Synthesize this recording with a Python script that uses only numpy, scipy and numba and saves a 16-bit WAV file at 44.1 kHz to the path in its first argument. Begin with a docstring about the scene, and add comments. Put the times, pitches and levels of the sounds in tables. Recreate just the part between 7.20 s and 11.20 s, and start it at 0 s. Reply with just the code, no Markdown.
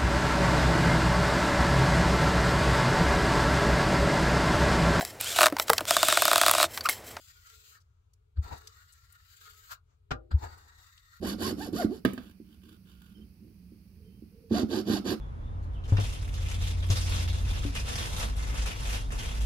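"""Smoothing plaster with a trowel

A steel trowel works wet plaster, close by in a small bare room. The blade lands with a pat and a soft
thump of the wall board, squashes the plaster, hisses over its sand and flicks off at the stroke's top.
Of three strokes, the first is already under way. Before the last, something like a wet lump slaps down."""
import sys
import numpy as np
from scipy import signal
from scipy.fft import rfft, irfft
from scipy.io import wavfile
from scipy.ndimage import uniform_filter1d
from numba import njit

SR = 44100
rng = np.random.default_rng(int(sys.argv[2]) if len(sys.argv) > 2 else 0)


def to_wav(s):
    """Save 16-bit WAV."""
    ch = np.atleast_2d(s).T  # columns
    pcm = np.round(np.clip(ch, -1, 1) * 32767)  # PCM
    wavfile.write(sys.argv[1], SR, pcm.astype(np.int16))


N = 176400

# How loudly each stroke scrapes: time_s, level_db
FIRST_STROKE = [(0, -61.5), (.06, -58), (.25, -63), (.33, -55.5), (.42, -61), (.5, -57), (.58, -65.5),
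                (.597, -103), (.64, -99)]
SECOND_STROKE = [(1.2, -89), (1.233, -56), (1.243, -49), (1.29, -54), (1.34, -52), (1.41, -60), (1.47, -60),
                 (1.55, -58), (1.64, -62.5), (1.76, -63), (1.88, -65), (2.05, -63.5), (2.17, -58.5),
                 (2.36, -56.5), (2.43, -60), (2.5, -58), (2.545, -58.5), (2.585, -102)]
THIRD_STROKE = [(3.15, -79), (3.19, -58), (3.235, -51.5), (3.3, -58.5), (3.42, -59.5), (3.52, -63.5),
                (3.63, -56.5), (3.72, -60), (3.84, -65), (3.94, -60.5), (4, -65.5)]
# How the blade is held: time_s, tilt (0 is flat, 1 is on its edge)
BLADE_TILT = [(0, 0.98), (.58, 0.86), (1.2, 0.074), (1.6, 0.16), (2.0, 0.49), (2.2, 0.91), (2.55, 1),
              (3.15, 0.041), (4, 0.16)]
# Tone of the hiss with the blade flat and on its edge: pitch_hz, level_db
FLAT_TONE = [(300, -20.5), (700, -55), (950, -11.5), (1150, 1), (1430, -9), (1650, -7), (1900, 5),
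             (2350, -17.5), (3150, -24), (3650, 0), (4500, -4.5), (5300, -8.5), (6400, -9.5), (7400, -3.5),
             (8600, -16.5), (9900, -24.5), (12500, -13.5), (15500, -17)]
EDGE_TONE = [(300, -16), (700, -30), (1000, -36), (1300, -36), (1600, -16), (2150, -4.5), (3000, -0.5),
             (4400, 1.5), (5700, -3.5), (7400, 2.5), (8600, -8), (9800, -10.5), (12500, -4.5), (15500, -3)]
# Notes the steel rings at: pitch_hz, level_db
STEEL_NOTES = [(1180, -15), (1295, 1), (1420, 0.5), (1615, -3), (1850, -8), (2190, -15), (2860, -11),
               (3880, -9.5), (4450, -8.5)]
# How loudly the blade rings and hums: time_s, level_db
STEEL_LEVEL = [(0, -76.5), (.16, -65), (.24, -69.5), (.32, -66), (.37, -75.5), (.52, -70.5), (.57, -60),
               (.63, -97.5), (1.2, -101), (1.25, -56), (1.35, -58), (1.44, -63), (1.55, -65.5),
               (1.7, -71.5), (1.95, -70.5), (2.2, -67.5), (2.38, -64), (2.55, -64), (2.63, -100),
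               (3.15, -92.5), (3.24, -55), (3.35, -65), (3.55, -68.5), (3.68, -69), (3.82, -75.5), (4, -69)]
HUM_LEVEL = [(0, -85.5), (.25, -88.5), (.38, -70.5), (.55, -85), (.66, -92), (1.2, -82), (1.46, -65),
             (1.62, -91.5), (2.14, -91.5), (2.25, -70.5), (2.45, -85), (2.6, -90), (3.3, -70), (3.42, -84),
             (3.75, -93), (4, -95)]
# Tone of the rubbing that feeds the hum: pitch_hz, level_db
HUM_TONE = [(250, -23), (400, 1.5), (470, 1), (700, -29.5)]
# Tone of the background rumble: pitch_hz, level_db
RUMBLE_TONE = [(12, -48), (20, -15.5), (85, 4), (144, -16.5), (185, -35.5), (298, -41.5), (427, -49),
               (519, -46.5), (1230, -42), (1340, -39), (1670, -53), (2330, -45.5), (2540, -47),
               (3640, -46.5), (5850, -55.5), (7110, -53.5), (15500, -59)]
# The edge leaving the wall: time_s, level_db, rise_s, fall_s
FLICKS = [(.575, -70.5, 0.042, 0.033), (2.522, -40, 0.0086, 0.01)]
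# Tone of a flick: pitch_hz, level_db
FLICK_TONE = [(300, -31), (680, -9), (850, -17), (1150, 4.5), (1420, 6), (1620, 3), (1900, -10),
              (4000, -7.5), (7500, -10), (9500, -22.5), (12500, -11), (15000, -13.5)]
# Small ticks, mostly coarse grains breaking; the two dull early ones are crumbs of plaster dropping: start_s,
# level_db, hold_s, pitch_hz, snap_strength
TICKS = [(0.601, -74, 0.02, 5240, 0.2), (.934, -65.5, 0.005, 6200, .5),
         (1.378, -59.5, .003, 8750, 0.29), (1.4725, -49.5, 0.0039, 5100, 1.2),
         (1.722, -63.5, 0.016, 7940, 0), (1.923, -56, 0.0052, 10200, 1.4),
         (2.165, -61, 0.0043, 7800, 0), (3.379, -63, 0.0026, 9500, 0),
         (3.777, -56.5, 0.004, 3660, 1.5)]
# The arm swinging back: time_s, level_db, rise_s, fall_s
RUSTLES = [(.74, -82, 0.53, 0.22), (2.72, -74.5, 0.03, 0.025)]
# Tone of a rustle: pitch_hz, level_db
RUSTLE_TONE = [(400, -1), (800, -6), (1300, 3.5), (1800, -9.5), (5400, -13), (6300, -7), (7600, -12),
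               (9000, -35)]
# The blade's first wet touch: time_s, level_db, rise_s, fall_s
PATS = [(1.172, -54, 0.0043, 0.0097), (3.114, -41.5, 0.0024, 0.011)]
# Tone of a pat: pitch_hz, level_db
PAT_TONE = [(150, 8.5), (500, -2), (1000, -8), (1500, 4), (2300, -17.5), (4800, -9), (5800, -38),
            (7500, -21), (10000, -42), (15000, -33)]
# The blade landing on the wall: time_s, level_db
THUMPS = [(1.191, -17), (3.149, -11.5)]
# Notes of the wall board: pitch_hz, level_db, fall_s
BOARD_NOTES = [(73.4, 3.5, 0.012), (38, -15.5, 0.0078), (104, -21.5, 0.022), (152, -34.5, 0.019)]
# Plaster squashed early in the second and third strokes: time_s, level_db
SECOND_STROKE_SQUASH = [(1.2, -83), (1.243, -54.5), (1.262, -52), (1.282, -57.5), (1.338, -46.5),
                        (1.398, -72), (1.486, -85), (1.604, -109), (1.62, -106)]
THIRD_STROKE_SQUASH = [(3.16, -64), (3.212, -56.5), (3.242, -42.5), (3.282, -58.5), (3.558, -79.5),
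                       (3.624, -73), (3.694, -89), (3.722, -96), (3.75, -108)]
# Tone of the squelching plaster and of the shaking board: pitch_hz, level_db
SQUELCH_TONE = [(150, -2), (200, -13), (260, -9.5), (480, -7), (600, -13.5), (700, -4.5), (830, -1.5),
                (970, 1.5), (1130, -16.5), (1400, -8), (1900, -18), (2600, -22.5), (5000, -49)]
SHUDDER_TONE = [(25, -5.5), (50, 4), (78, 16.5), (105, 4), (140, -51), (220, -53)]
# The slap's two quick hits: start_s, level_db, hold_s
SLAP_HITS = [(2.9068, -36.5, 0.0047), (2.9127, -32.5, 0.005)]
# Tone of the splat: pitch_hz, level_db
SPLAT_TONE = [(60, -23.5), (125, 7.5), (195, -9), (250, -5), (370, -8), (600, -11), (960, -10.5),
              (1150, -10), (1600, -5.5), (1780, -14.5), (2450, -13.5), (3200, -18.5), (4200, -19),
              (7000, -29.5), (9000, -43), (11300, -51.5), (13000, -44), (15500, -43.5)]
# Room notes woken by the slap: pitch_hz, level_db, ring_s (time to fade by 60 dB)
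ROOM_NOTES = [(245.3, 9, 0.17), (268.6, -11, .5), (342, -11, 0.88), (398.3, -6, 0.26), (497, -2, 0.38),
              (612, -7.5, 0.38), (760, -5.5, 0.28), (796, -2, 0.19), (1192, 6, .14), (1260, -3.5, 0.19),
              (1406, 4.5, .13), (1605, 4.5, 0.11), (1863, 2, 0.098), (2030, -9, 0.073), (2460, 2, 0.056)]
# Dull notes of the slapped surface: pitch_hz, level_db, fall_s
THUD_NOTES = [(57.6, -35.5, 0.054), (76, -38.5, .025), (98.7, -33, 0.028), (125, -38.5, 0.031)]
# Stereo width, as the side signal's level against the middle's: pitch_hz, level_db
STEREO_WIDTH = [(60, -23.5), (130, -15.5), (260, 2.5), (640, 4.5), (1400, 2.5), (3000, 1), (15000, -1)]
# How much louder the left is than the right: pitch_hz, level_db
LEFT_BOOST = [(100, 2.33), (220, 8.9), (550, 2), (900, 6.5), (1650, 0.25), (2400, 6.2), (3400, 2),
              (4600, 7.1), (6200, 1.5), (7900, 8.1), (9700, 0.5), (12500, 8.1)]

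TIME_S = np.arange(N) / SR


def amp(db):
    """Turn decibels into a number to multiply by."""
    return 10 ** (np.asarray(db) / 20)


def unit(x):
    """Scale a signal to an average strength (rms) of 1."""
    return x / np.sqrt(np.mean(x ** 2))


def colour(x, tone):
    """Make each pitch louder or softer, following a tone table."""
    hz, db = np.array(tone, float).T
    pitches = np.maximum(np.arange(N // 2 + 1) * SR / N, 1)
    return irfft(rfft(x) * amp(np.interp(np.log(pitches), np.log(hz), db)), N)


def loudness(points):
    """Join (time_s, level_db) points into a curve that fades quickly beyond its ends."""
    times, db = np.array(points, float).T
    outside_s = np.maximum(np.maximum(times[0] - TIME_S, TIME_S - times[-1]), 0)
    return amp(np.interp(TIME_S, times, db)) * np.exp(-(outside_s / .02) ** 2)


def wander(per_s, size=20000):
    """A curve of strength 1 that glides to a new random value per_s times a second."""
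    return unit(np.interp(TIME_S * per_s, np.arange(size), rng.standard_normal(size)))


def spread(pair):
    """Make left and right from a middle and a side signal."""
    side = colour(pair[1], STEREO_WIDTH)
    return np.array([pair[0] + side, pair[0] - side])


def noise(tone, roughness=1):
    """Stereo noise with the given tone; a roughness curve makes it grainy."""
    return spread(unit(colour(rng.standard_normal((2, N)) * roughness, tone)))


def swell(time_s, rise_s, fall_s):
    """A curve that grows toward a moment and dies away after it."""
    t = TIME_S - time_s
    return np.exp(-np.logaddexp(-t / rise_s, t / fall_s))


def swells(rows):
    """Add a table of swells into one loudness curve."""
    return sum(amp(db) * swell(time_s, rise_s, fall_s) for time_s, db, rise_s, fall_s in rows)


def hit(start_s, hold_s, fall_s, rise_s=0.0016):
    """A curve that jumps up, holds and dies away."""
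    t = TIME_S - start_s
    return np.clip(t / rise_s, 0, 1) * np.exp(-np.maximum(t - hold_s, 0) / fall_s)


@njit
def resonate(x, hz, width):
    """Let through a narrow band around a pitch that may move; width is a share of that pitch."""
    out, band, low = np.empty(len(x)), 0., 0.
    for i in range(len(x)):
        tuning = np.tan(np.pi * hz[i] / SR)
        swing = (band + tuning * (x[i] - low)) / (1 + tuning * (tuning + width))
        band = 2 * swing - band
        low = low + 2 * tuning * swing
        out[i] = width * swing
    return out


def sand(grain_db=0.5, flutter_db=2):
    """The uneven push of sand grains catching under the blade, plus the flutter of the hand."""
    return amp(grain_db * wander(per_s=2800) + flutter_db * wander(per_s=70))


def shifting_contact(hiss, depth_db=2.6):
    """The line where the blade touches keeps changing, so narrow bands of hiss swell and fade."""
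    _, _, bands = signal.stft(hiss, nperseg=1024)
    patches = rng.standard_normal(bands.shape[1:])
    for _ in range(2):
        patches = uniform_filter1d(patches, size=4, axis=0)  # blur across pitch
        patches = uniform_filter1d(patches, size=7, axis=1)  # blur across time
    return signal.istft(bands * amp(depth_db * unit(patches)), nperseg=1024)[1][:, :N]


def scrape():
    """Sand hisses under the blade, brighter as it tilts onto its edge; the steel rings and hums."""
    force = loudness(FIRST_STROKE) + loudness(SECOND_STROKE) + loudness(THIRD_STROKE)
    tilt = np.interp(TIME_S, *np.array(BLADE_TILT).T)
    grains = sand()
    flat = amp(-7.5) * np.sqrt(1 - tilt) * noise(FLAT_TONE, grains)
    edge = amp(-3.5) * np.sqrt(tilt) * noise(EDGE_TONE, grains)
    hum = blade_hum()
    hiss = force * shifting_contact(flat + edge)
    return hiss + loudness(STEEL_LEVEL) * steel_ring(grains) + hum


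def blade_hum(pitch_hz=427., width_hz=50):
    """Rubbing makes the blade hum faintly on one low note."""
    pitch = np.full(N, pitch_hz)
    pair = np.array([resonate(rub, pitch, width_hz / pitch_hz) for rub in noise(HUM_TONE)])
    return loudness(HUM_LEVEL) * unit(pair)


def steel_ring(grains, catch_db=3, waver_db=4, drift_share=.022):
    """The blade catches and slips, so it rings; its notes drift and waver as the pressure shifts."""
    catching = grains * amp(catch_db * wander(per_s=130))
    ring = 0
    for hz, db in STEEL_NOTES:
        pitch = hz * (1 + drift_share * wander(per_s=10))
        pushes = rng.standard_normal((2, N)) * catching
        note = np.array([resonate(push, pitch, width=0.019) for push in pushes])
        ring += amp(db + waver_db * wander(per_s=18)) * unit(note)
    return spread(unit(ring))


def rumble():
    """A low, steady rumble lies behind everything."""
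    return amp(-64) * noise(RUMBLE_TONE)


def flicks(ring_db=-27):
    """The edge speeds off the wall with a short rasp that rings the steel."""
    grains = sand()
    return swells(FLICKS) * (noise(FLICK_TONE, grains) + amp(ring_db) * steel_ring(grains))


def ticks(snap_s=0.00027, fall_s=0.0034):
    """Coarse grains snap and crumble for a moment, and a few crumbs of plaster drop; bigger ones sound lower."""
    cracks, grains = 0, sand()
    for start_s, db, hold_s, hz, strength in TICKS:
        t = TIME_S - start_s
        snap = strength * (t >= 0) * np.exp(-np.abs(t) / snap_s)
        crunch = noise([(hz / 16, -56), (hz / 4, -28), (hz, 0), (hz * 4, -28)], grains)
        cracks += amp(db) * (snap + hit(start_s, hold_s, fall_s)) * crunch
    return cracks


def arm_rustle():
    """The arm swings back with a faint rustle."""
    return swells(RUSTLES) * noise(RUSTLE_TONE)


def landings(rise_s=0.0074):
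    """The blade lands with a wet pat, then its cushioned push sets the wall board swinging."""
    pat = swells(PATS) * noise(PAT_TONE, sand())
    thump = 0
    for time_s, db in THUMPS:
        for hz, note_db, fall_s in BOARD_NOTES:
            note = np.sin(2 * np.pi * hz * (TIME_S - time_s))
            thump += amp(db + note_db) * swell(time_s, rise_s, fall_s) * note
    return pat + thump


def squash():
    """Thick plaster squelches under the freshly landed blade, whose drag shakes the board."""
    force = loudness(SECOND_STROKE_SQUASH) + loudness(THIRD_STROKE_SQUASH)
    squelch = amp(-1) * noise(SQUELCH_TONE, sand())
    shudder = amp(8.5) * noise(SHUDDER_TONE)
    return force * (squelch + shudder)


def slap(thud_start_s=2.916):
    """Something wet splats down; the room rings and the struck surface gives a low thud."""
    hits = sum(amp(db) * hit(start_s, hold_s, fall_s=0.0079) for start_s, db, hold_s in SLAP_HITS)
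    splat = hits * noise(SPLAT_TONE, sand())
    thud = 0
    for hz, db, fall_s in THUD_NOTES:
        note = np.sin(2 * np.pi * hz * (TIME_S - thud_start_s))
        thud += amp(db) * hit(thud_start_s, 0, fall_s) * note
    return splat + room_ring(start_s=SLAP_HITS[-1][0]) + thud


def room_ring(start_s, wander_cycles=0.16, waver_db=3):
    """The slap wakes the room's own notes, which waver as they fade."""
    ring = 0
    for hz, db, ring_s in ROOM_NOTES:
        cycles = hz * TIME_S + rng.random((2, 1)) + wander_cycles * wander(per_s=60)
        level = amp(db + waver_db * wander(per_s=50))
        fade = hit(start_s, 0, fall_s=ring_s / np.log(1000))
        ring += level * fade * np.sin(2 * np.pi * cycles)
    return amp(-45.5) * spread(ring)


def room_echo(dry, echo_db=-19, low_fade_s=0.19, high_fade_s=0.1):
    """Bare walls add a short wash of echoes; the high pitches die first."""
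    low = noise([(80, -26), (250, -1.0), (1400, -4.5), (2800, -28.5)])
    high = amp(15) * noise([(1000, -32.5), (2500, 4.5), (7000, 5), (15000, -0.5)])
    echo = low * amp(-60 * TIME_S / low_fade_s) + high * amp(-60 * TIME_S / high_fade_s)
    echo *= np.clip(TIME_S / 0.014, 0, 1)  # echoes take a moment to build up
    echo /= np.sqrt(np.sum(echo ** 2) / 2)
    return dry + amp(echo_db) * signal.fftconvolve(dry, echo, axes=1)[:, :N]


def scene():
    """All the sounds in the room, over the rumble and louder on the left."""
    work = scrape() + squash() + landings() + ticks() + slap() + flicks() + arm_rustle()
    left, right = room_echo(work) + rumble()
    left = colour(left, [(hz, db / 2) for hz, db in LEFT_BOOST])
    right = colour(right, [(hz, -db / 2) for hz, db in LEFT_BOOST])
    return np.array([left, right])


def record(dry):
    """The recorder cuts off the very highest pitches."""
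    top_hz = 15650
    return signal.sosfilt(signal.ellip(10, .2, 80, top_hz, fs=SR, output="sos"), dry)


dry = scene()
out = record(dry)
to_wav(out)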